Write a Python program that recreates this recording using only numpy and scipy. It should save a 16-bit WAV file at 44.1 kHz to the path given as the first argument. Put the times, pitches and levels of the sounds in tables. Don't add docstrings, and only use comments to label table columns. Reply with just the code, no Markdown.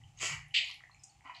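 import sys
import numpy as np
from scipy import signal
from scipy.fft import rfft, irfft
from scipy.io import wavfile
from scipy.ndimage import uniform_filter1d

SR = 44100
rng = np.random.default_rng(int(sys.argv[2]) if len(sys.argv) > 2 else 0)


def master_out(mix):
    frames = np.transpose(np.atleast_2d(mix))
    ceiling = np.clip(frames, -1, 1)
    pcm = np.round(ceiling * 32767).astype(np.int16)
    wavfile.write(sys.argv[1], SR, pcm)


N = 61739
T = np.arange(N) / SR


def utensil():
    # (start [s], attack [s], hold [s], release [dB/s], relative level [dB], slips [1/s],
    # spread of slip sizes [dB])
    touch = (0.165, 0.03, 0.005, 300, -58, 1500, 3.0)
    plunge = (0.196, 0.028, 0.04, 310, -36.4, 5000, 3.0)
    drag = (0.272, 0.025, 0.046, 560, -44.6, 2000, 3.5)
    lift = (0.5385, 0.008, 0.03, 400, -28.4, 3000, 3.0)
    slide = (0.63, 0.02, 0.055, 480, -48, 700, 4.0)
    dig = (1.239, 0.012, 0.056, 520, -53, 1500, 2.5)
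    stir = (1.335, 0.015, 0.02, 200, -58, 1500, 2.5)
    # (frequency [Hz], relative level [dB])
    plunge_colour = [(200, -20), (480, -15), (620, -10), (790, -11), (870, -19), (1040, -7), (1300, -8),
                     (1630, -16), (2020, -2), (2700, 0), (3160, -1), (3520, -12), (4350, -11), (4800, -5),
                     (5900, -6), (7100, -1), (7900, -8), (8900, -21), (11000, -23), (14500, -52)]
    drag_colour = [(250, -27), (530, -24), (760, -13), (890, -2), (1300, -4), (1440, -11), (1560, -6),
                   (1680, -14), (1920, 0), (2300, -2), (2640, -7), (2950, -6), (3150, -16), (3580, -23),
                   (4700, -11), (5900, -13), (7400, -10), (9000, -32), (10900, -24), (14000, -56)]
    lift_colour = [(240, -81), (400, -51), (550, -54), (723, -30), (1090, -44), (1330, -26), (1450, -34),
                   (1940, -10), (2790, 0), (4600, -9), (5270, -21), (6130, -25), (7810, -24), (9660, -59),
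                   (10600, -43), (11900, -63), (15000, -64)]
    slide_colour = [(290, -77), (500, -47), (745, -18), (1110, -18), (1610, -35), (2050, -2), (3230, -2),
                    (4410, -5), (6300, -25), (6570, -22), (9380, -33), (10800, -27), (15000, -51)]
    dig_colour = [(120, -61), (200, -31), (269, -26), (542, -42), (648, -16), (1040, 1), (1170, -12),
                  (1300, -6), (1730, -23), (1950, -7), (2550, -12), (2740, -20), (2950, -10), (3280, -34),
                  (4830, -30), (5280, -44), (7000, -38), (9100, -68), (15400, -120)]
    stir_colour = [(290, -66), (500, -36), (710, -1), (1700, -26), (1870, -6), (2440, -2), (2650, -14),
                   (2920, -4), (3680, -14), (4520, -8), (9000, -38), (11700, -68), (19800, -120)]
    return (stroke(touch, plunge_colour) + stroke(plunge, plunge_colour) + stroke(drag, drag_colour)
            + stroke(lift, lift_colour) + stroke(slide, slide_colour)
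            + stroke(dig, dig_colour) + stroke(stir, stir_colour))


def stroke(gesture, colour):
    start, attack, hold, release, level_db, per_s, spread_db = gesture
    force = np.clip((T - start) / attack, 0, 1)
    force *= from_db(-release * np.maximum(T - start - attack - hold, 0))
    clicks = slips(per_s, spread_db)
    local_rms = np.sqrt(np.abs(uniform_filter1d(clicks ** 2, size=500)) + 1e-4)
    return from_db(level_db) * coloured(clicks / local_rms * force, colour)


def pan(friction):
    # (frequency [Hz], bandwidth [Hz], level against the plain stroke [dB])
    modes = [(1060, 50, -5), (1940, 60, 0), (2280, 70, -2), (2470, 50, -4), (2710, 60, -6), (2930, 60, -4),
             (3190, 50, -5), (4510, 70, -1), (4870, 70, 0), (6620, 120, -2), (7260, 120, -2),
             (7860, 130, 0)]
    out = friction.copy()
    for hz, width, level_db in modes:
        r = np.exp(-np.pi * width / SR)
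        feedforward = (1 - r * r) / 2 * np.array([1, 0, -1])
        feedback = [1, -2 * r * np.cos(2 * np.pi * hz / SR), r * r]
        out += from_db(level_db) * signal.lfilter(feedforward, feedback, friction + 1e-18)
    return from_db(-2) * out


def smacks():
    # (time [s], peak level [dB], pitch [Hz], bandwidth [Hz])
    hits = [(0.015, -62, 1980, 130), (0.037, -53, 3000, 220), (0.174, -52, 6550, 150),
            (0.189, -46, 6500, 400), (0.191, -47, 3800, 450), (0.203, -41, 2200, 250),
            (0.213, -35, 2160, 250), (0.2295, -28, 2700, 2000), (0.232, -34, 600, 600),
            (0.233, -33, 1200, 700), (0.327, -31, 2400, 2000), (0.392, -38, 2200, 700),
            (0.42, -48, 2000, 200), (0.449, -49, 2000, 200), (0.484, -62, 10850, 400),
            (0.489, -53, 2250, 500), (0.508, -53, 2950, 150), (0.612, -60, 680, 50),
            (0.646, -41, 6900, 400), (0.696, -51, 1080, 200), (0.714, -37, 5000, 1500),
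            (0.743, -52, 10800, 1200), (0.745, -42, 4300, 1200), (0.805, -49, 1950, 220),
            (0.807, -56, 1250, 220), (0.837, -43, 1920, 200), (0.839, -56, 800, 300),
            (0.896, -53, 1070, 200), (0.914, -57, 4220, 130), (0.947, -51, 2390, 300),
            (0.946, -55, 7000, 500), (0.995, -60, 5200, 160), (1.096, -61, 4420, 90),
            (1.208, -54, 2080, 400), (1.216, -59, 840, 150), (1.25, -61, 270, 50), (1.255, -47, 1280, 300),
            (1.264, -45, 1050, 250), (1.274, -49, 2950, 200), (1.295, -39, 1020, 150),
            (1.297, -43, 2450, 300), (1.303, -42, 2050, 300), (1.348, -45, 4050, 250),
            (1.351, -49, 3000, 300), (1.367, -49, 4500, 300)]
    splash_db = -32
    age = np.arange(int(0.08 * SR)) / SR
    out = np.zeros(N + len(age))
    for start, peak_db, hz, width in hits:
        damping = np.minimum(np.pi * width * age, 100)
        envelope = (damping * np.exp(1 - damping)) ** 2 + from_db(splash_db) * np.exp(-damping)
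        first = int(start * SR)
        out[first:first + len(age)] += from_db(peak_db) * envelope * np.sin(2 * np.pi * hz * age)
    return out[:N]


def taps():
    # (time [s], level [dB])
    contacts = [(1.0325, -62), (1.0361, -47), (1.0392, -49.5), (1.0407, -47.5)]
    # (frequency [Hz], relative level [dB], t60 [s])
    modes = [(5100, -8, 0.045), (5800, -5, 0.02), (6350, -2, 0.008), (6750, 0, 0.012), (7350, -3, 0.012),
             (8080, -5, 0.015), (9550, -14, 0.02)]
    age = np.arange(int(0.08 * SR)) / SR
    out = np.zeros(N + len(age))
    for start, level_db in contacts:
        first = int(start * SR)
        scatter_db = rng.normal(0, 2, len(modes))
        for k, (hz, mode_db, t60) in enumerate(modes):
            ring = np.exp(-np.log(1000) * age / t60) * np.sin(2 * np.pi * hz * age)
            out[first:first + len(age)] += (-1) ** k * from_db(level_db + mode_db + scatter_db[k]) * ring
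    return out[:N]


def rocking():
    # (time [s], relative level [dB])
    envelope = [(0.0, -54), (0.088, -56), (0.12, -64), (0.248, -54), (0.268, -59), (0.294, -52),
                (0.334, -49), (0.61, -71), (0.68, -65), (0.7, -69), (0.942, -68), (0.95, -64), (1.008, -64),
                (1.124, -75), (1.172, -64), (1.326, -72), (1.362, -78), (1.4, -62)]
    # (frequency [Hz], relative level [dB])
    colour = [(22, -17), (38, -12), (52, 0), (72, -7), (104, 2), (150, -2), (172, -17), (240, -26),
              (400, -48)]
    note_hz, note_db, start_s, attack_s, fall_db_per_s = 148, -49, 0.275, 0.05, 85
    times, level_db = np.transpose(envelope)
    rumble = coloured(rng.standard_normal(N), colour)
    rumble /= np.sqrt(uniform_filter1d(rumble ** 2, size=2500))
    rumble *= from_db(np.interp(T, times, level_db) - 1.5)
    age = np.maximum(T - start_s, 0)
    decay = from_db(note_db - fall_db_per_s * np.maximum(age - attack_s, 0))
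    return rumble + np.minimum(age / attack_s, 1) * decay * np.sin(2 * np.pi * note_hz * age)


def crackle():
    # (frequency [Hz], relative level [dB])
    colour = [(1500, -20), (2400, 0), (3500, -8), (7000, -5), (9000, -18), (14000, -32)]
    clicks = coloured(slips(per_s=350, spread_db=3), colour)
    return from_db(-82) * unit_rms(clicks)


def kitchen_reverb(send):
    # (frequency [Hz], t60 [s])
    bands = [(250, 0.16), (1000, 0.22), (2100, 0.35), (3300, 0.27), (6500, 0.25), (14000, 0.24)]
    size, build_s = 32768, 0.008
    white = rfft(rng.standard_normal(size))
    hz, age = np.arange(size // 2 + 1) * SR / size, T[:size]
    tail = np.zeros(size)
    for centre, t60 in bands:
        share = at_hz([(f, float(f == centre)) for f, _ in bands], hz)
        tail += irfft(white * share) * np.exp(-np.log(1000) * age / t60)
    tail *= np.minimum(age / build_s, 1)
    return signal.fftconvolve(send, tail / np.sqrt(np.sum(tail ** 2)))[:N]


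def hiss():
    # (frequency [Hz], relative level [dB])
    kitchen_colour = [(200, -2), (245, -7), (300, -3), (400, -13), (560, -14), (700, -5), (795, 6),
                      (920, -8), (1250, -11), (1600, -16), (2100, -10), (2700, -7), (3800, -18),
                      (5500, -17), (7200, -12), (9000, -23), (11500, -30), (15500, -37)]
    mic_colour = [(3000, -25), (5500, -14), (7000, 0), (11000, 0), (13000, -11), (15500, -16)]
    centre = from_db(-71) * coloured(rng.standard_normal(N), kitchen_colour)
    side = from_db(-83) * coloured(rng.standard_normal(N), mic_colour)
    return centre + side * np.array([[1], [-1]])


def slips(per_s, spread_db):
    sizes = from_db(spread_db * np.minimum(rng.exponential(1, N), 4))
    return sizes * rng.choice([-1, 1], N) * (rng.random(N) < per_s / SR)


def coloured(x, points):
    size = 16384
    hz = np.maximum(np.arange(size // 2 + 1) * SR / size, 1)
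    rolloff = (1 + (points[0][0] / 2 / hz) ** 2) * (1 + (hz / points[-1][0] / 2) ** 2)
    gain = unit_rms(from_db(at_hz(points, hz)) / rolloff)
    cepstrum = irfft(np.log(gain + 1e-7))
    cepstrum[1:size // 2] *= 2
    cepstrum[size // 2 + 1:] = 0
    impulse = irfft(np.exp(rfft(cepstrum)))[:size // 2]
    return signal.oaconvolve(x, impulse)[:N]


def at_hz(points, hz):
    f, value = np.transpose(points)
    return np.interp(np.log(np.maximum(hz, 1)), np.log(f), value)


def from_db(db):
    return 10 ** (np.asarray(db) / 20)


def unit_rms(x):
    return x / np.sqrt(np.mean(x ** 2) + 1e-20)


def scene():
    strokes = pan(utensil())
    details = smacks() + taps() + crackle()
    room = kitchen_reverb(from_db(-1) * strokes + from_db(-3) * details)
    return strokes + details + room + hiss() + rocking()


def record(dry):
    cutoff_hz = 15650
    return signal.sosfilt(signal.ellip(10, .1, 80, cutoff_hz, fs=SR, output="sos"), dry)


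dry = scene()
out = record(dry)
master_out(out)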